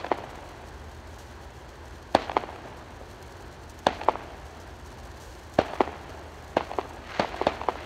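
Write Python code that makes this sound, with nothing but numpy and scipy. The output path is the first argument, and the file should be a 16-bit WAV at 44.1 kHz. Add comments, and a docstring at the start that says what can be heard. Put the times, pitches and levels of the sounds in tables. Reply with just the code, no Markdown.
"""Distant fireworks at night

Firework shells burst far off over trees and houses, heard by one microphone. Each bang is a pressure pulse
with its ground reflection; shaped noise is its scatter in the trees, and further pulses are its echoes
off walls and, a fifth of a second later, a big house front. Swelling noise is the hiss of rising shells
near the end. Grainy noise is the faint rustle of leaves nearby, steady noise the wash of a distant town,
and wavering sines the hum of machinery."""
import sys
import numpy as np
from scipy import signal
from scipy.fft import rfft, irfft, next_fast_len
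from scipy.io import wavfile

SR = 44100
rng = np.random.default_rng(int(sys.argv[2]) if len(sys.argv) > 2 else 0)


def persist_wave(psi):
    """Save psi, clipped to +-1, as 16-bit WAV."""
    counts = np.round(np.clip(psi, -1, 1) * 32767).astype(np.int16)
    wavfile.write(sys.argv[1], SR, np.atleast_2d(counts).T)


N = 346185
T = np.arange(N) / SR
# time left ahead of each pulse for its earliest side paths (s)
LEAD_S = 0.02

# Faces of the big house front. Each row: echo delay in seconds, relative level in dB,
# treble tilt in dB per unit of log(1 + f / 2000 Hz).
FRONT = [(0.2172, -0.5, -0.5), (0.2254, -11.5, 13.5), (.2870, -17, 2.5)]
# Spectrum of a wall's echo. Each row: frequency in Hz, relative level in dB.
SLAP = [(40, -63), (150, -63), (230, -9.5), (420, 9.5), (780, 6), (1150, -4.5), (1500, -15.5), (2100, -15),
        (3000, -24.5), (6500, -49.5), (14000, -91)]
# Spectrum of rustling leaves. 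Each row: frequency in Hz, relative level in dB per Hz.
LEAF = [(1500, -32), (3000, 1.5), (4500, 1.5), (6500, 4), (9000, -4), (13000, -7.5), (15500, -14.5)]


def undb(db):
    """Level is logarithmic: 20 dB is a tenfold amplitude."""
    return 10 ** (np.asarray(db) / 20)


def curve(rows):
    """Linear interpolation in time joins rows of (s, value)."""
    return np.interp(T, *np.transpose(rows))


def spectrum_db(points, hz):
    """Interpolation on a log-frequency axis joins rows of (Hz, dB)."""
    point_hz, db = np.transpose(points)
    return np.interp(np.log(hz + 1), np.log(point_hz), db)


def colour(x, points):
    """Linear filtering multiplies the spectrum by a gain curve; the result has rms 1."""
    size = next_fast_len(len(x), real=True)
    gain = undb(spectrum_db(points, np.fft.rfftfreq(size, 1 / SR)))
    y = irfft(rfft(x, size) * gain, size)[:len(x)]
    return y / np.std(y)


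def walk(rate):
    """Low-pass noise is a smooth random wander, up to about rate in Hz, with a spread of 1."""
    size = next_fast_len(N, real=True)
    hz = np.fft.rfftfreq(size, 1 / SR)
    y = irfft(rfft(rng.standard_normal(size)) / (1 + (hz / rate) ** 4), size)[:N]
    return (y - y.mean()) / y.std()


def add(out, s, x):
    """Superposition: sounds add from time s, and what falls outside is dropped."""
    i = int(round(s * SR))
    a, b = max(i, 0), min(i + len(x), len(out))
    if b > a:
        out[a:b] += x[a - i:b - i]


def town():
    """Many far sources of traffic sum incoherently to a steady noise that barely swells."""
    # Each row: frequency in Hz, relative level in dB per Hz.
    town_spectrum = [(20, -34), (33, -23), (45, 3), (70, 0.5), (120, -3), (185, -11), (290, -9.5),
                     (350, -5), (480, -10), (950, -10), (1300, -16.5), (1650, -14), (2200, -22),
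                     (6000, -33), (15000, -57.5)]
    level_db = -44.5 + 0.4 * walk(3)
    return colour(rng.standard_normal(N), town_spectrum) * undb(level_db)


def hum():
    """Periodic machinery radiates low tones, which waver a little in level and pitch on their way."""
    # Each row: frequency in Hz, rms level in dB.
    tones = [(43, -78), (58.6, -54.5), (76.4, -51), (85, -59.5), (120, -62.5), (153, -75), (240, -64)]
    out = np.zeros(N)
    for hz, db in tones:
        phase = 2 * np.pi * np.cumsum(hz + 0.5 * walk(2)) / SR
        line = np.sin(phase) * undb(1.8 * walk(3))
        out += undb(db) * line / np.std(line)
    return out


def tick(decay_s, size=8192):
    """Impulsive contact: one leaf brushes another, a short dry decaying burst with peak 1."""
    y = colour(rng.standard_normal(size), LEAF) * np.exp(-np.arange(size) / SR / decay_s)
    return y / np.abs(y).max()


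def leaves(gust_db=0.5, count=48):
    """Random small contacts in a light breeze make noise in flurries of fine grains, with single ticks."""
    # Strength of the breeze. Each row: time in seconds, level in dB.
    breeze = [(0, -62.5), (4.0, -61.5), (4.8, -60), (6.7, -60.5), (7.85, -59)]
    # Loudest brushes of leaf on leaf. Each row: start in seconds, peak in dB, decay time in seconds.
    loud_ticks = [(0.356, -43, 0.0068), (1.185, -41.5, 0.042), (3.226, -38, 0.0037), (3.697, -37, 0.0064),
                  (3.79, -36.5, 0.0039), (4.600, -41, 0.02), (5.200, -43.5, 0.12)]
    flurry = undb(2.6 * walk(25) + 3 * walk(150) + 3 * walk(1500))
    breeze_db = curve(breeze) + gust_db * walk(1.9)
    out = colour(rng.standard_normal(N) * flurry, LEAF) * undb(breeze_db)
    for s, db, decay_s in loud_ticks:
        add(out, s, undb(db) * tick(decay_s))
    # fainter ticks fall at random
    mean_gap_s, peak_db, spread_db = 0.45, -47, 1.5
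    starts = np.cumsum(rng.exponential(mean_gap_s, count))
    for s, chance in zip(starts, rng.standard_normal(count)):
        add(out, s, undb(peak_db + spread_db * chance) * tick(decay_s=0.0055))
    return out


def climb(sputter_db=1.9, spark_db=3.0):
    """Turbulent burning in rising shells is modulated noise; the house front reflects it after a delay."""
    # Each row: time in seconds when the hiss is fully up, level in dB.
    climbs = [(7.13, -38), (7.78, -44.5)]
    # Each row: frequency in Hz, relative level in dB per Hz.
    hiss_spectrum = [(200, -12), (600, 9.5), (1000, 10), (1900, 8.5), (3900, -2), (6500, -13), (12000, -55)]
    swell_db_per_s, hold_s, fade_db_per_s = 136, 0.091, 122.5
    swell = np.zeros(N)
    for s, db in climbs:
        rise_db = swell_db_per_s * np.maximum(s - T, 0)
        fade_db = fade_db_per_s * np.maximum(T - s - hold_s, 0)
        swell += undb(db - rise_db - fade_db)
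    sparks = rng.standard_normal(N) * undb(spark_db * walk(600))
    hiss = colour(sparks, hiss_spectrum) * swell * undb(sputter_db * walk(60))
    out = hiss.copy()
    add(out, FRONT[1][0], undb(-5) * hiss)
    return out


def pulse(points, treble_db, bass_db, pitch, lag_ms, ground, ripple, ripple_hz, spread_ms,
          treble_hz=2000, bass_hz=380, size=4096):
    """Interference of a causal pulse, its ground reflection and side paths; rms 1 over 5 ms, LEAD_S in."""
    hz = np.fft.rfftfreq(size, 1 / SR)
    treble_tilt = treble_db * np.log1p(hz / treble_hz)
    bass_shelf = bass_db / (1 + (hz / bass_hz) ** 2)
    db = spectrum_db(points, hz / pitch) + treble_tilt + bass_shelf
    # folding the cepstrum makes the pulse causal
    cepstrum = irfft(np.log(undb(db)))
    cepstrum[1:size // 2] *= 2
    cepstrum[size // 2 + 1:] = 0
    bounce = ground * np.exp(-2j * np.pi * hz * lag_ms / 1000)
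    # side paths a little longer and shorter cut each pulse's own notches, mostly above ripple_hz
    bunch = np.exp(-np.abs(np.arange(size) / SR - LEAD_S) * 1000 / spread_ms)
    side = rfft(rng.standard_normal(size) * bunch / np.linalg.norm(bunch))
    paths = np.exp(-2j * np.pi * hz * LEAD_S) + ripple * side * hz / (hz + ripple_hz)
    y = irfft(np.exp(rfft(cepstrum)) * (1 + bounce) * paths)
    return y * np.sqrt(0.005 * SR / np.sum(y ** 2))


def thumps():
    """Path loss: a long way round takes the treble, so late echoes and faint far sounds are soft thuds."""
    # Each row: arrival in seconds, rms level over 5 ms in dB.
    soft_thuds = [(2.655, -37), (3.012, -39), (6.094, -39)]
    out = np.zeros(N)
    for s, db in soft_thuds:
        thud = pulse(SLAP, -12, 0, 0.66, lag_ms=1.54, ground=0.42, ripple=1.4, ripple_hz=200, spread_ms=11)
        add(out, s - LEAD_S, undb(db) * thud)
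    return out


def scatter(near_db, near_t60, far_db, far_t60, patchy_db, grain_db=6.0, onset_s=0.00091,
            damping_hz=3000, size=65536):
    """Multiple scattering: a quick splash from near trees, then a long uneven roll that grows duller."""
    # Each row: frequency in Hz, relative level in dB.
    scatter_spectrum = [(50, -24), (170, -5.5), (330, 0), (480, -1), (700, 3.5), (1050, -3.5), (1400, -6.5),
                        (2600, -11.5), (4200, -21), (7000, -34.5), (14000, -79)]
    t = np.arange(size) / SR
    patches = np.repeat(rng.uniform(-1, 1, size // 256), 256)

    def echoes():
        """Countless small echoes superpose to noise of uneven strength."""
        strength_db = patchy_db * patches + grain_db * rng.standard_normal(size)
        return colour(rng.standard_normal(size) * undb(strength_db), scatter_spectrum)

    near, far = echoes(), echoes()
    dull = signal.sosfilt(signal.butter(1, damping_hz, fs=SR, output="sos"), far)
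    # each decay falls 60 dB in its t60, in seconds
    fade = undb(-60 * t / far_t60)
    splash = undb(near_db) * undb(-60 * t / near_t60) * near
    # the treble fades twice as fast as the dull part
    roll = undb(far_db) * fade * (dull + fade * (far - dull))
    onset = 1 - np.exp(-t / onset_s)
    return onset * (splash + roll)


def treetops(delay=0.075, width=0.036, size=8192):
    """Diffuse reflection: the foliage of a row of trees throws treble back as a soft splash."""
    # Each row: frequency in Hz, relative level in dB.
    foliage = [(500, -17), (2000, 8), (4000, 7), (6500, -5.5), (12000, -37)]
    t = np.arange(size) / SR
    return colour(rng.standard_normal(size), foliage) * np.exp(-((t - delay) / width) ** 2)


def knock(treble_db, pitch):
    """Reflection off a small, uneven wall is weak in bass and returns a rounded knock."""
    return pulse(SLAP, treble_db, -21.5, pitch, lag_ms=1.15, ground=0.37,
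                 ripple=1.0, ripple_hz=300, spread_ms=2.8)


def slap(treble_db, bass_db, pitch):
    """Specular reflection off a big flat front, lightly smeared by its sills and eaves."""
    return pulse(SLAP, treble_db, bass_db, pitch, lag_ms=0.93, ground=0.6,
                 ripple=0.45, ripple_hz=700, spread_ms=4)


def bang(treble_db, bass_db):
    """Interference with the ground cuts the same notches in every bang; turbulent air frays the treble."""
    # Each row: frequency in Hz, relative level in dB.
    bang_spectrum = [(30, -28), (90, -8), (150, -11), (280, 2.5), (520, 10), (700, 2), (1120, -6),
                     (1600, -14), (2400, -35), (3400, -19), (5000, -29.5), (8000, -41), (15000, -68)]
    return pulse(bang_spectrum, treble_db, bass_db, 1, lag_ms=1.124, ground=1.38,
                 ripple=1.9, ripple_hz=6950, spread_ms=0.72)


def fireworks():
    """Multipath arrival: each shell's bang, its scatter, and echoes of the same walls at fixed delays."""
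    # Shell bursts. Each row: arrival in seconds, rms level over 5 ms in dB, treble tilt in dB per unit of
    # log(1 + f / 2000 Hz), bass shelf in dB, pitch ratio of the echoes, scatter relative to the bang in dB,
    # level off the small walls in dB, level off the big house front in dB, tilt of the front's echo.
    bursts = [(-0.1008, -12, 8, -17, 0.85, 2, -22.5, -14, 0),
              (2.1503, -9, 3.5, -1, 1.03, -1, -21.5, -12, 1),
              (3.8685, -10.5, 2.5, -4, 1.14, -0.5, -25.5, -10, -12),
              (5.5891, -9.5, -5, 3.5, 0.91, 0.5, -25, -10.5, 3.5),
              (6.569, -13.5, -3, -1, 0.956, 0.5, -25, -17, -7.5),
              (7.1972, -13, 1, 2, 0.91, 1.5, -26, -18, 2),
              (7.4691, -12.5, 0, 4, 1.12, 1.5, -24.5, -14.5, -7)]
    # Smaller walls and tree lines. Each row: echo delay in seconds, relative level in dB, treble tilt.
    walls = [(0.146, -2, 6), (0.1671, -9.5, 18), (.340, -12.5, 1), (.510, -21, -44)]
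    # Lesser pops. Each row: arrival in seconds, rms level over 5 ms in dB, treble tilt.
    pops = [(0.070, -36, 4), (6.608, -26, -5), (6.813, -35, 17), (7.2465, -24, -18)]
    # a thin forerunner slips through the trees ahead of each bang
    forerunner_s, forerunner_db = 0.00146, -12.5
    out = np.zeros(N)
    for s, db, treble_db, bass_db, pitch, scatter_db, walls_db, front_db, front_treble_db in bursts:
        start = s - LEAD_S
        add(out, start - forerunner_s, undb(db + forerunner_db) * knock(treble_db + 17, 0.97))
        add(out, start - 0.0004, undb(db) * bang(treble_db, bass_db))
        trees = scatter(near_db=-10.5, near_t60=0.16, far_db=-27.5, far_t60=3.65, patchy_db=3.5)
        add(out, s, undb(db + scatter_db) * trees)
        add(out, s, undb(db + treble_db - 38.5) * treetops())
        for delay, wall_db, wall_treble_db in walls:
            add(out, start + delay, undb(walls_db + wall_db) * knock(wall_treble_db, pitch))
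        for delay, face_db, face_treble_db in FRONT:
            echo = slap(front_treble_db + face_treble_db, bass_db, pitch)
            add(out, start + delay, undb(front_db + face_db) * echo)
        front_scatter = scatter(near_db=-17.5, near_t60=0.09, far_db=-22, far_t60=0.46, patchy_db=-2.0)
        add(out, s + FRONT[0][0], undb(front_db) * front_scatter)
    for s, db, treble_db in pops:
        add(out, s - LEAD_S, undb(db) * knock(treble_db, 1))
    return out


def scene():
    """Superposition of the night background and the fireworks, as one channel."""
    background = town() + hum() + leaves()
    return (background + climb() + thumps() + fireworks())[None]


def record(dry):
    """Linear filtering: the microphone's port ripples the treble; the recorder cuts deepest bass and top."""
    # Colour of the port. Each row: frequency in Hz, gain in dB.
    port = [(2500, -0.5), (3250, 1), (3700, -1), (4350, 3), (4900, -2), (5600, -1), (6350, 0), (7000, -1.5),
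            (8800, 0.5), (10400, -2.5), (12000, 0)]
    size = next_fast_len(N + 4096, real=True)
    gain = undb(spectrum_db(port, np.fft.rfftfreq(size, 1 / SR)))
    heard = irfft(rfft(dry, size) * gain, size)[:, :N]
    low_cut = signal.butter(6, 36, "high", fs=SR, output="sos")
    top_cut = signal.ellip(10, 0.2, 70, 15700, fs=SR, output="sos")
    return signal.sosfilt(top_cut, signal.sosfilt(low_cut, heard))


dry = scene()
out = record(dry)
persist_wave(out)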